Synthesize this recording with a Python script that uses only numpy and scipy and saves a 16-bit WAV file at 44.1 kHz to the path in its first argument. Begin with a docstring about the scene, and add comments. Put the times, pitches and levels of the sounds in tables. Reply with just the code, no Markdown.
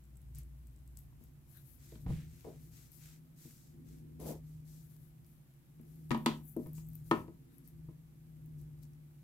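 """Tweezers used, laid down and swapped on a table top, close to two microphones in a quiet room.
Throughout: faint hiss, rumble, humming low table modes, a thin whine, small movements.
0-1 s: dry skin crackles and ticks (noise snaps). 1-5 s: hands and sleeves rustle (grainy noise),
tips scrape skin (resonant noise), light knocks (ringing modes), tools slide (jolting noise).
From 5.8 s: knocks, hardest at 6.1-7.1 s, steel strokes (ringing friction noise); then ticks, rustle."""
import sys
import numpy as np
from scipy import signal
from scipy.fft import rfft, irfft
from scipy.io import wavfile
from scipy.ndimage import uniform_filter1d

SR = 44100
rng = np.random.default_rng(int(sys.argv[2]) if len(sys.argv) > 2 else 0)


def log_audio(samples):
    """Write samples as a 16-bit WAV file to the path given in sys.argv[1]."""
    # one column per channel
    frames = np.atleast_2d(samples).T
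    # limit to full scale, then quantise
    limited = np.clip(frames, -1, 1)
    pcm = np.round(limited * 32767).astype(np.int16)
    wavfile.write(sys.argv[1], SR, pcm)


N = 407043  # samples

# Spectra below set relative level only: (frequency [Hz], density [dB per Hz]).
# room tone and microphone noise spectrum: (frequency [Hz], density [dB per Hz])
HISS_SPECTRUM = [(12, -57.5), (20, -10.5), (49, -13), (91, -19), (142, 6), (163, -10), (204, -9.5),
                 (328, -18.5), (388, -25.5), (558, -27.5), (2140, -35.5), (5850, -44.5), (9400, -40),
                 (12400, -38.5), (16000, -40)]
HISS_DB = -62
# left-right correlation of the hiss: (frequency [Hz], correlation [-1..1])
HISS_CORRELATION = [(60, 1), (180, 0.8), (550, 0.27), (1650, -0.2), (4970, -0.55), (15000, -0.51)]
# room decay: (frequency [Hz], t60 [s])
ROOM_DECAY = [(150, 0.47), (400, 0.24), (1000, 0.24), (2800, 0.2), (7500, 0.14)]
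EDGE_HZ = 15900
LAG_S = 0.00019  # low sounds reach the left microphone first

# table under arms and house rumble: (time [s], hum [dB], deep sway [dB], creak [dB])
SHAKE_LEVELS = [(0.0, -89, -67, -98), (0.38, -52, -52.5, -73), (0.6, -66.5, -62, -76),
                (1.2, -62.5, -56, -76), (1.45, -79, -62.5, -77.5), (1.9, -65, -59.5, -73),
                (2.11, -41.5, -44.5, -62), (2.41, -64, -61.5, -71.5), (2.57, -53.5, -56, -67.5),
                (2.88, -67.5, -64, -72.5), (3.05, -55, -61, -71), (3.6, -66, -74, -73.5),
                (3.8, -55.5, -60.5, -59), (4.32, -52, -56, -61.5), (4.55, -49, -59, -68.5),
                (5.2, -61, -64.5, -75.5), (5.58, -73, -85, -86.5), (5.78, -56.5, -69, -71),
                (6.3, -43.5, -56, -56.5), (6.53, -56.5, -60, -83), (6.71, -45, -56, -68),
                (7.2, -51, -52.5, -70), (7.54, -70, -74, -64.5), (7.82, -49.5, -59, -69.5),
                (8.11, -59.5, -70.5, -75), (8.57, -47, -54.5, -64), (9.23, -57.5, -68, -76)]
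# low tone: (time [s], level [dB])
DRONE_LEVELS = [(0.0, -59), (0.36, -49), (1.26, -59), (1.6, -73), (9.23, -71.5)]
# strongest table mode as arms load the table: (time [s], pitch [Hz])
HUM_PITCH_CURVE = [(0.0, 142.8), (1.9, 145.1), (2.2, 157.8), (6.68, 153), (7.3, 159.4), (8.1, 157.7),
                   (8.5, 152.4), (9.23, 150.8)]
# low bands of the shaken table: (centre [Hz], width [Hz], relative level [dB])
SWAY_BANDS = [(59.5, 15, 1.5), (74.7, 12, 0), (119.4, 27, 0)]
# higher bands of the shaken table: (centre [Hz], width [Hz], relative level [dB])
CREAK_BANDS = [(257.9, 49, 3.5), (341.3, 15, -2.5), (432, 87, -10.5)]
HUM_HZ, HUM_WANDER_HZ = 157.05, 2.543  # band centre near the strongest mode; RMS stray of its tone
WHINE_HZ, WHINE_DB = 340.4, -81

# hand and cloth movements: (start [s], length [s], fine rustle [dB], rub re fine [dB],
# scuff re fine [dB], left-right [dB])
RUSTLE_MOVES = [(0.337, 0.11, -71.5, 4, -0.5, 3), (0.95, 0.13, -69.5, -12, -18, -1),
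                (1.2, 0.11, -75.5, -2, -14, 5), (1.46, 0.24, -72.5, -5, -10, 22),
                (1.63, 0.19, -69.5, -9, -20, 19), (1.77, 0.29, -69, 1, -5.5, 8),
                (1.99, 0.088, -72, -7, -18, 12), (2.06, 0.24, -74.5, 5.5, 11.5, 12),
                (2.22, 0.5, -72.5, 1, -1.5, 9), (2.58, 0.18, -70, -4.5, -19, 9),
                (2.7, 0.24, -70, 3.5, -2.5, 16), (2.9, 0.16, -67, -3, -16, 17),
                (2.98, 0.23, -67.5, 3, -0.5, 9), (3.35, 0.3, -64, -1.5, -10, 5.1),
                (3.55, 0.22, -72.5, 1, -14, 4), (3.84, 0.21, -75, 2, -3.5, 10),
                (4.19, 0.11, -61.5, -3, -24, 12), (4.248, .1, -52.5, -5, -30, 4),
                (4.3, 0.11, -67.5, -1.5, -24, 0), (4.42, 0.23, -74.5, -3, -13, 4),
                (4.64, 0.25, -69.5, 0.5, -12, 11), (4.8, 0.12, -70, -13, -16, 7),
                (4.876, 0.13, -70, -8, -16, 10), (4.979, 0.16, -72.5, -12, -21, 11),
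                (5.24, 0.17, -76, -9, -19, 11), (5.8, 0.43, -78, -3, -14, 16),
                (6.09, 0.42, -76.5, -9, -14, 22), (6.255, 0.18, -71, 1.5, -15, 6),
                (6.55, 0.24, -69.5, -9, -25, 11), (6.74, .1, -68.5, 3, -11, 10),
                (6.87, 0.23, -72, -7, -19, 10), (7.04, 0.12, -70, -4, -25, 17),
                (7.105, 0.17, -67, -5.5, -11, 7), (7.5, 0.16, -77, -11.5, -12, 13),
                (7.63, .11, -73, -4, -16, 9), (8.57, 0.098, -75, -2.5, -16, 7),
                (8.81, .07, -82.5, 8.5, -3, 10)]
# constant small movements: (fine rustle [dB], rub re fine [dB], scuff re fine [dB], left-right [dB])
CALM_LEVELS = (-78, -7, -6, 3)
# fine rustle spectrum: (frequency [Hz], density [dB per Hz])
FINE_SPECTRUM = [(3530, -15), (6000, -15.5), (8570, -7.5), (10000, -1.5), (12700, 3.5), (15200, -2),
                 (16000, -9)]
# rub spectrum: (frequency [Hz], density [dB per Hz])
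RUB_SPECTRUM = [(2500, -22), (4000, -5.5), (6000, -1), (8000, 0), (11000, -15)]
# scuff and scratch spectrum: (frequency [Hz], density [dB per Hz])
COARSE_SPECTRUM = [(700, -23), (1400, -4), (2200, -1), (3800, -5.5), (6000, -13.5)]
SWELL_SHARE = 0.3  # share of a movement spent growing
PEAKEDNESS = 2.07  # larger: a movement is loud for a smaller part of its length

# tip scraping dry skin: (start [s], length [s], level before fades [dB])
SKIN_SCRAPES = [(1.518, 0.11, -70.5), (1.843, 0.18, -76), (7.443, .16, -83)]
# scrape resonances: (centre [Hz], width [Hz], relative level [dB])
SCRAPE_BANDS = [(1640, 610, 0), (3850, 630, -1.5)]
# skin under tension: (start [s], end [s])
SKIN_PULLS = [(0, .32), (.55, .95)]

# things pushed along the table: (start [s], swell [s], length [s], top level [dB],
# deep part relative [dB], scratch relative [dB])
PUSHES = [(2.06, 0.037, 0.2, -55, 19.5, -12), (2.442, 0.041, 0.16, -48.5, -15, -30),
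          (4.192, .12, .23, -43, -5, -21)]
# spectrum of the dragged board: (frequency [Hz], density [dB per Hz])
DRAG_SPECTRUM = [(130, -30), (200, 5.5), (480, 6), (700, -2.5), (1000, -11.5), (1500, -30.5), (2200, -38)]
GRIP_DB, LET_GO_DB = -8, -29.5  # start and end of a push re its top, before fades

# steel dragged over steel: (start [s], swell [s], length [s], top level [dB],
# cut of the modes below 9500 Hz [dB])
STEEL_STROKES = [(6.416, 0.072, 0.15, -64.5, 15), (6.728, .03, 0.18, -70, 2)]
# modes of the steel arms: (centre [Hz], width before broadening [Hz], level before the cut [dB])
STEEL_MODES = [(6950, 690, 3), (8000, 250, 3), (10100, 160, -2), (10900, 290, -1), (11630, 260, -2),
               (12230, 310, 2), (13700, 400, 1), (14900, 400, 3)]
STROKE_ENDS_DB = -13  # start and end of a stroke re its top, before fades
FLICKER_DB = 1.5  # RMS; each steel mode comes and goes on its own

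# ticks of skin and steel tips: (time [s], peak before panning [dB], pitch [Hz], left-right [dB])
TICK_EVENTS = [(0.0398, -62, 7830, -9), (0.156, -66, 8400, -7.5), (0.17, -53.5, 8100, -15),
               (0.2164, -59.5, 9930, 1.5), (0.3486, -47, 8200, 10), (0.355, -47, 8400, 2.5),
               (0.385, -46, 12000, 18), (0.389, -50, 9320, 0), (0.433, -55, 8250, -14),
               (0.6703, -53, 8400, 7), (0.876, -54.5, 8200, 1.5), (0.9715, -44.5, 8000, 11),
               (0.9887, -46, 12600, 14), (1.2385, -54, 12800, 16), (1.5713, -48.5, 13050, 20),
               (2.918, -51, 12100, 17), (4.2, -53, 10400, 10), (4.266, -50, 10200, 3),
               (4.2877, -42, 12400, 12), (5.246, -58, 5200, -2), (5.2644, -56, 14800, 11),
               (5.813, -56, 12100, 13), (5.9584, -58, 11600, 3), (6.095, -55, 11900, 16),
               (6.1078, -51, 5350, 14), (6.1452, -54, 5110, 1), (6.1764, -52, 12300, 14),
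               (6.2614, -34, 7460, 20), (6.5655, -52, 12400, 26), (6.6688, -54.5, 12400, 19),
               (6.7326, -49, 14600, 20), (6.783, -58, 12700, 9.5), (6.87, -58, 13900, 11),
               (6.8872, -50.5, 14100, 19), (6.9014, -57, 12500, 10), (6.932, -54, 13900, 9.5),
               (6.9537, -43, 14200, 19), (7.0439, -59, 10400, 15), (7.079, -57, 12200, 14),
               (7.1122, -46.5, 11600, 22), (7.582, -52.5, 11500, 18), (7.6575, -62, 12300, 0),
               (7.6755, -48.5, 12700, 17), (7.6854, -54, 12200, 10), (8.4598, -55, 15090, 7),
               (8.6141, -54.5, 11700, 11), (8.8279, -57, 11700, 12), (8.8336, -53.5, 5900, 19),
               (8.8434, -61, 12100, 10), (8.934, -65, 6000, 13)]
TICK_T60_S = 0.01

# knocks on the table: (time [s], level [dB], thud, body and crack relative [dB],
# body pitch [Hz], clack pitch [Hz], crack pitch [Hz], left-right [dB])
KNOCK_EVENTS = [(1.125, -64, -3, -4, -14, 205, 974, 2020, 1.5),
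                (1.207, -67, 5, 13.5, -5, 237, 900, 2740, 8), (1.92, -57.5, -8, 12.5, 2, 406, 764, 3700, 1),
                (1.954, -58, 10, 10, 1, 215, 1130, 3850, 2),
                (2.064, -40, 10.5, -3, -11, 254, 755, 2000, 0.5),
                (2.104, -44, 20, 6, -14, 202, 750, 2110, 0), (2.445, -49, 2.5, 6, -9, 437, 770, 2030, 5),
                (3.451, -65, 19, 18.5, -28, 248, 931, 4840, 4), (5.794, -67, 13, 20, -1, 237, 925, 2330, 6),
                (6.107, -29.5, -3, 2.5, -3.5, 277, 1090, 3260, 13),
                (6.115, -26, -4, -1.5, -0.5, 223, 1000, 2030, -2.5),
                (6.146, -24.5, -7.5, -1, -10.5, 225, 950, 3200, 0),
                (6.261, -17.5, -38, -1.5, -2.5, 268, 1020, 3700, 1),
                (6.565, -48.5, 7, 23, -17, 312, 960, 3350, 4),
                (6.594, -50.5, 10.5, 17, -20, 253, 751, 2200, 1.5),
                (6.661, -50, 12.5, 4.5, -6.5, 320, 960, 2300, 3.5),
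                (6.781, -58, 16, -5, 1.5, 248, 964, 2790, 5),
                (7.112, -12, -18, -5.5, -14.5, 331, 1180, 2530, 2.5),
                (7.28, -50, 3, 8, -11, 328, 979, 2030, 2.5),
                (7.886, -57.5, 16.5, 8.5, -20, 333, 990, 3920, 2)]
# modes of the table top: (frequency [Hz], relative level [dB], t60 [s])
TABLE_MODES = [(149.8, 1, 0.049), (216.7, -1.5, 0.0938), (254.8, -4.5, 0.08), (336, -1.5, 0.054),
               (434.5, -4.5, 0.07), (513, -8.5, 0.18), (615.7, -13, 0.19), (667.4, -9.5, 0.17),
               (750, -7, 0.027), (831, -8.5, 0.041), (965, -4, 0.038), (1042, -5, 0.0386), (1073, -4, 0.03),
               (1281, -10, 0.049), (1427, -19.5, 0.066), (1547, -18, 0.045), (1800, -12.5, 0.078)]
THUD_BELOW_HZ, CLACK_ABOVE_HZ = 190, 720  # body modes lie between
FAVOUR_DB_PER_OCTAVE = 14  # loss of a mode away from the favoured pitch


def amp(db):
    """Decibels to gain."""
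    return 10 ** (np.asarray(db) / 20)


def evened(x):
    """Scales to unit RMS."""
    return x / np.sqrt(np.mean(x ** 2) + 1e-20)


def read(points, hz):
    """Interpolates a table on a log-frequency axis."""
    f, value = np.transpose(points)
    return np.interp(np.log(hz + 1), np.log(f + 1), value)


def curves(rows):
    """Interpolates the columns of a control table at every sample."""
    s, *columns = np.transpose(rows)
    return [np.interp(np.arange(N) / SR, s, c) for c in columns]


def panned(x, pan_db):
    """Places a sound left or right by level."""
    return np.array([x * amp(pan_db / 2), x * amp(-pan_db / 2)])


def add(mix, s, sound):
    """Mixes a sound in at time s, in place."""
    part = mix[:, round(s * SR):][:, :sound.shape[1]]
    part += sound[:, :part.shape[1]]


def shaped(x, spectrum):
    """Filters a sound by a spectrum, to unit RMS."""
    hz = np.fft.rfftfreq(x.shape[-1], 1 / SR)
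    return evened(irfft(rfft(x) * amp(read(spectrum, hz)), x.shape[-1]))


def humming(bands, size):
    """Noise ringing in a few resonances, at unit RMS."""
    hz = np.fft.rfftfreq(size, 1 / SR)
    gain = sum(amp(db) / np.sqrt(w) / (1 + 2j * (hz - f) / w) ** 2 for f, w, db in bands)
    return evened(irfft(rfft(rng.standard_normal(size)) * gain, size))


def wavering(hz, wander_hz):
    """A steady tone at unit RMS whose pitch strays slowly."""
    drift = uniform_filter1d(rng.standard_normal(N), 2500)
    stray = evened(uniform_filter1d(drift, 2500))
    cycles = np.cumsum(hz + wander_hz * stray) / SR + rng.random()
    return np.sqrt(2) * np.sin(2 * np.pi * cycles)


def correlated(a, b, correlation):
    """Makes a stereo pair of a and a mix of a and b."""
    return np.array([a, correlation * a + np.sqrt(1 - correlation ** 2) * b])


def hiss():
    """Room tone and microphone noise, most alike between channels in the bass."""
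    a, b = rfft(rng.standard_normal((2, N)))
    correlation = np.clip(read(HISS_CORRELATION, np.fft.rfftfreq(N, 1 / SR)), -1, 1)
    return amp(HISS_DB) * shaped(irfft(correlated(a, b, correlation), N), HISS_SPECTRUM)


def room(x):
    """Reverberation: sparse taps of random sign, each band dying at its own speed."""
    taps = np.zeros((2, SR // 2))
    starts = np.arange(240, SR // 2 - 20, 20)
    at = starts + rng.integers(0, 20, (2, len(starts)))
    np.put_along_axis(taps, at, rng.choice([-1., 1.], at.shape), 1)
    hz, t, z = signal.stft(taps, SR, nperseg=256)
    decay = amp(-60 * t / read(ROOM_DECAY, hz)[:, None])
    tail = signal.istft(z * decay, SR, nperseg=256)[1]
    tail = tail + .5 * tail[::-1]  # the channels share part of the room sound
    return signal.fftconvolve(x, tail / np.linalg.norm(tail[0]), axes=1)[:, :N]


def shaking():
    """Rumble and arms excite the table: straying tones and resonant noise, late on the right."""
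    hum_db, sway_db, creak_db = curves(SHAKE_LEVELS)
    near = amp(hum_db) * wavering(curves(HUM_PITCH_CURVE)[0], HUM_WANDER_HZ)
    near += amp(curves(DRONE_LEVELS)[0]) * wavering(SWAY_BANDS[0][0], 1.52)
    near += amp(WHINE_DB) * wavering(WHINE_HZ, 1.5)
    near += amp(sway_db) * humming(SWAY_BANDS, N)
    near += amp(creak_db) * humming(CREAK_BANDS, N)

    # opposite in the two channels
    apart = 0.09 * amp(hum_db) * humming([(HUM_HZ, 12, 0)], N)
    apart += 0.22 * amp(sway_db) * humming(SWAY_BANDS, N)
    apart += .5 * amp(creak_db) * humming(CREAK_BANDS, N)

    late = np.interp(np.arange(N) - LAG_S * SR, np.arange(N), near)
    return np.array([amp(-0.7) * near + apart, amp(-2.13) * late - apart])


def layers(db, rub_db, scuff_db, pan_db):
    """Power of the fine, rub and scuff layers, left and right; deeper layers pan less."""
    fine = panned(amp(db), pan_db)
    rub = panned(amp(db + rub_db), 0.21 * pan_db)
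    scuff = panned(amp(db + scuff_db), 0)
    return np.array([fine, rub, scuff]) ** 2


def rustle():
    """Small fibre slips: noise roughened by random grains; each movement swells and fades."""
    power = layers(*CALM_LEVELS)[:, :, None] * np.ones(N)
    for s, length, *row in RUSTLE_MOVES:
        progress = np.arange(0, length, 1 / SR) / length
        phase = np.interp(progress, [0, SWELL_SHARE, 1], [0, .5, 1])
        swell = abs(np.sin(np.pi * phase)) ** PEAKEDNESS
        for layer, gain in zip(power, layers(*row)):
            add(layer, s, gain[:, None] * swell)

    sparse = rng.exponential(1, N) * (rng.random(N) < 300 / SR)  # about 300 slips per second
    grain = evened(1 + 0.16 * evened(uniform_filter1d(sparse, 60)))
    sound = np.zeros((2, N))
    spectra = [(FINE_SPECTRUM, 0.043), (RUB_SPECTRUM, 0.11), (COARSE_SPECTRUM, 0.26)]
    for gain, (spectrum, correlation) in zip(np.sqrt(power), spectra):
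        a, b = rng.standard_normal((2, N))
        sound += gain * shaped(correlated(a, b, correlation) * grain, spectrum)
    return sound


def scrapes():
    """A tip on dry skin: a short swell of noise in two broad resonances."""
    out = np.zeros((2, N))
    for s, length, db in SKIN_SCRAPES:
        size = round(length * SR)
        noise = np.array([humming(SCRAPE_BANDS, size), humming(SCRAPE_BANDS, size)])
        add(out, s, amp(db) * noise * np.hanning(size))
    return out


def crackle():
    """Pulled skin: tiny scales let go at random, each a short decaying tone."""
    t = np.arange(N) / SR
    pulling = sum((t > start) & (t < end) for start, end in SKIN_PULLS)
    sizes = rng.exponential(1, N) * (rng.random(N) < 28 / SR) * pulling  # about 28 per second
    u = np.arange(200) / SR
    snap = np.sin(2 * np.pi * 8100 * u) * amp(-60 * u / 0.0034)
    return panned(amp(-68) * signal.oaconvolve(sizes, snap)[:N], 1.5)


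def slides():
    """Stick and slip: uneven jolts shake the board, and the surfaces scratch."""
    out = np.zeros((2, N))
    for s, swell, length, top_db, deep_db, scratch_db in PUSHES:
        t = np.arange(0, length, 1 / SR)
        db = top_db + np.interp(t, [0, swell, length], [GRIP_DB, 0, LET_GO_DB])
        noise = rng.standard_normal((2, len(t)))
        slips = rng.exponential(1, len(t)) * (rng.random(len(t)) < 400 / SR)  # about 400 per second
        jolts = noise[0] * (1.06 + 8 * slips)
        board = shaped(jolts + 1.7 * noise, DRAG_SPECTRUM)
        scratch = amp(scratch_db) * shaped(noise, COARSE_SPECTRUM)
        deep = amp(deep_db) * humming([(62, 25, 0), (HUM_HZ, 30, 0)], len(t))
        fade = np.minimum(1, np.minimum(t / 0.011, (length - t) / 0.03))
        add(out, s, amp(db) * (board + scratch + deep) * fade)
    return out


def strokes():
    """Friction noise rings the high modes of the steel arms."""
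    out = np.zeros((2, N))
    for s, swell, length, top_db, cut_db in STEEL_STROKES:
        t = np.arange(0, length, 1 / SR)
        ring = np.zeros(len(t))
        for hz, width_hz, mode_db in STEEL_MODES:
            stray = evened(uniform_filter1d(rng.standard_normal(len(t)), 700))
            gain = amp(mode_db - cut_db * (hz < 9500)) * amp(FLICKER_DB * stray)
            ring += gain * humming([(hz, 1.6 * width_hz, 0)], len(t))
        skips = uniform_filter1d(rng.standard_normal(len(t)), 160) ** 2
        grit = evened(2.4 + 90 * skips)  # the arms catch and skip
        db = top_db + np.interp(t, [0, swell, length], [STROKE_ENDS_DB, 0, STROKE_ENDS_DB])
        fade = signal.windows.tukey(len(t), .3)
        add(out, s, panned(amp(db) * grit * evened(ring) * fade, 23))
    return out


def ticks():
    """Each tick is a short snap of noise around its pitch."""
    out, t = np.zeros((2, N)), np.arange(4000) / SR
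    envelope = amp(-60 * t / TICK_T60_S) * (1 - np.exp(-t / 0.00073))
    for s, db, hz, pan_db in TICK_EVENTS:
        colour = [(.4 * hz, -34), (0.91 * hz, -13), (hz, 0), (1.01 * hz, -11), (1.1 * hz, -15)]
        snap = shaped(rng.standard_normal(len(t)), colour) * envelope
        add(out, s, panned(amp(db) * snap / abs(snap).max(), pan_db))
    return out


def knocks():
    """A blow rings the table modes near the pitches the struck spot favours, with a noise crack."""
    out, t = np.zeros((2, N)), np.arange(SR // 3) / SR
    hz, mode_db, t60_s = np.transpose(TABLE_MODES)[:, :, None]
    sign = (-1.) ** np.arange(len(TABLE_MODES))[:, None]  # neighbouring modes move against each other
    rings = sign * amp(mode_db - 60 * t / t60_s) * np.sin(2 * np.pi * hz * t)
    crack_tail = 0.15 * amp(-60 * t / 0.34 - 60 * (t / .2) ** 4)
    crack_envelope = amp(-60 * t / 0.028) + crack_tail
    for s, db, thud_db, body_db, crack_db, body_hz, clack_hz, crack_hz, pan_db in KNOCK_EVENTS:
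        body_modes_db = body_db - FAVOUR_DB_PER_OCTAVE * abs(np.log2(hz / body_hz))
        clack_modes_db = -FAVOUR_DB_PER_OCTAVE * abs(np.log2(hz / clack_hz))
        regions = [hz < THUD_BELOW_HZ, hz > CLACK_ABOVE_HZ]
        share_db = np.select(regions, [thud_db, clack_modes_db], body_modes_db)
        ring = (amp(share_db) * rings).sum(0)
        late = np.interp(t - LAG_S, t, ring, left=0)

        a, b = rng.standard_normal((2, len(t)))
        colour = [(500, -24), (0.36 * crack_hz, -5), (crack_hz, 0), (1.4 * crack_hz, -10), (15000, -28)]
        crack = shaped(np.array([a, 0.17 * a + b]), colour) * crack_envelope
        both = np.array([ring, late]) + amp(crack_db) * crack / abs(crack).max()
        add(out, s, both * panned(amp(db), pan_db)[:, None])
    return out


def scene():
    """Knocks and ticks ring in the room; the rest gets no reverberation."""
    background = hiss() + shaking()
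    handling = rustle() + scrapes() + crackle() + slides() + strokes()
    snaps, blows = ticks(), knocks()
    reverb = room(amp(-8.0) * blows + amp(-9.0) * snaps)
    return background + handling + snaps + blows + reverb


def record(dry):
    """The band limit of the recorder: a linear-phase low-pass."""
    lowpass = signal.firwin(511, EDGE_HZ, window=("kaiser", 9), fs=SR)
    return signal.oaconvolve(dry, lowpass[None], "same")


dry = scene()
out = record(dry)
log_audio(out)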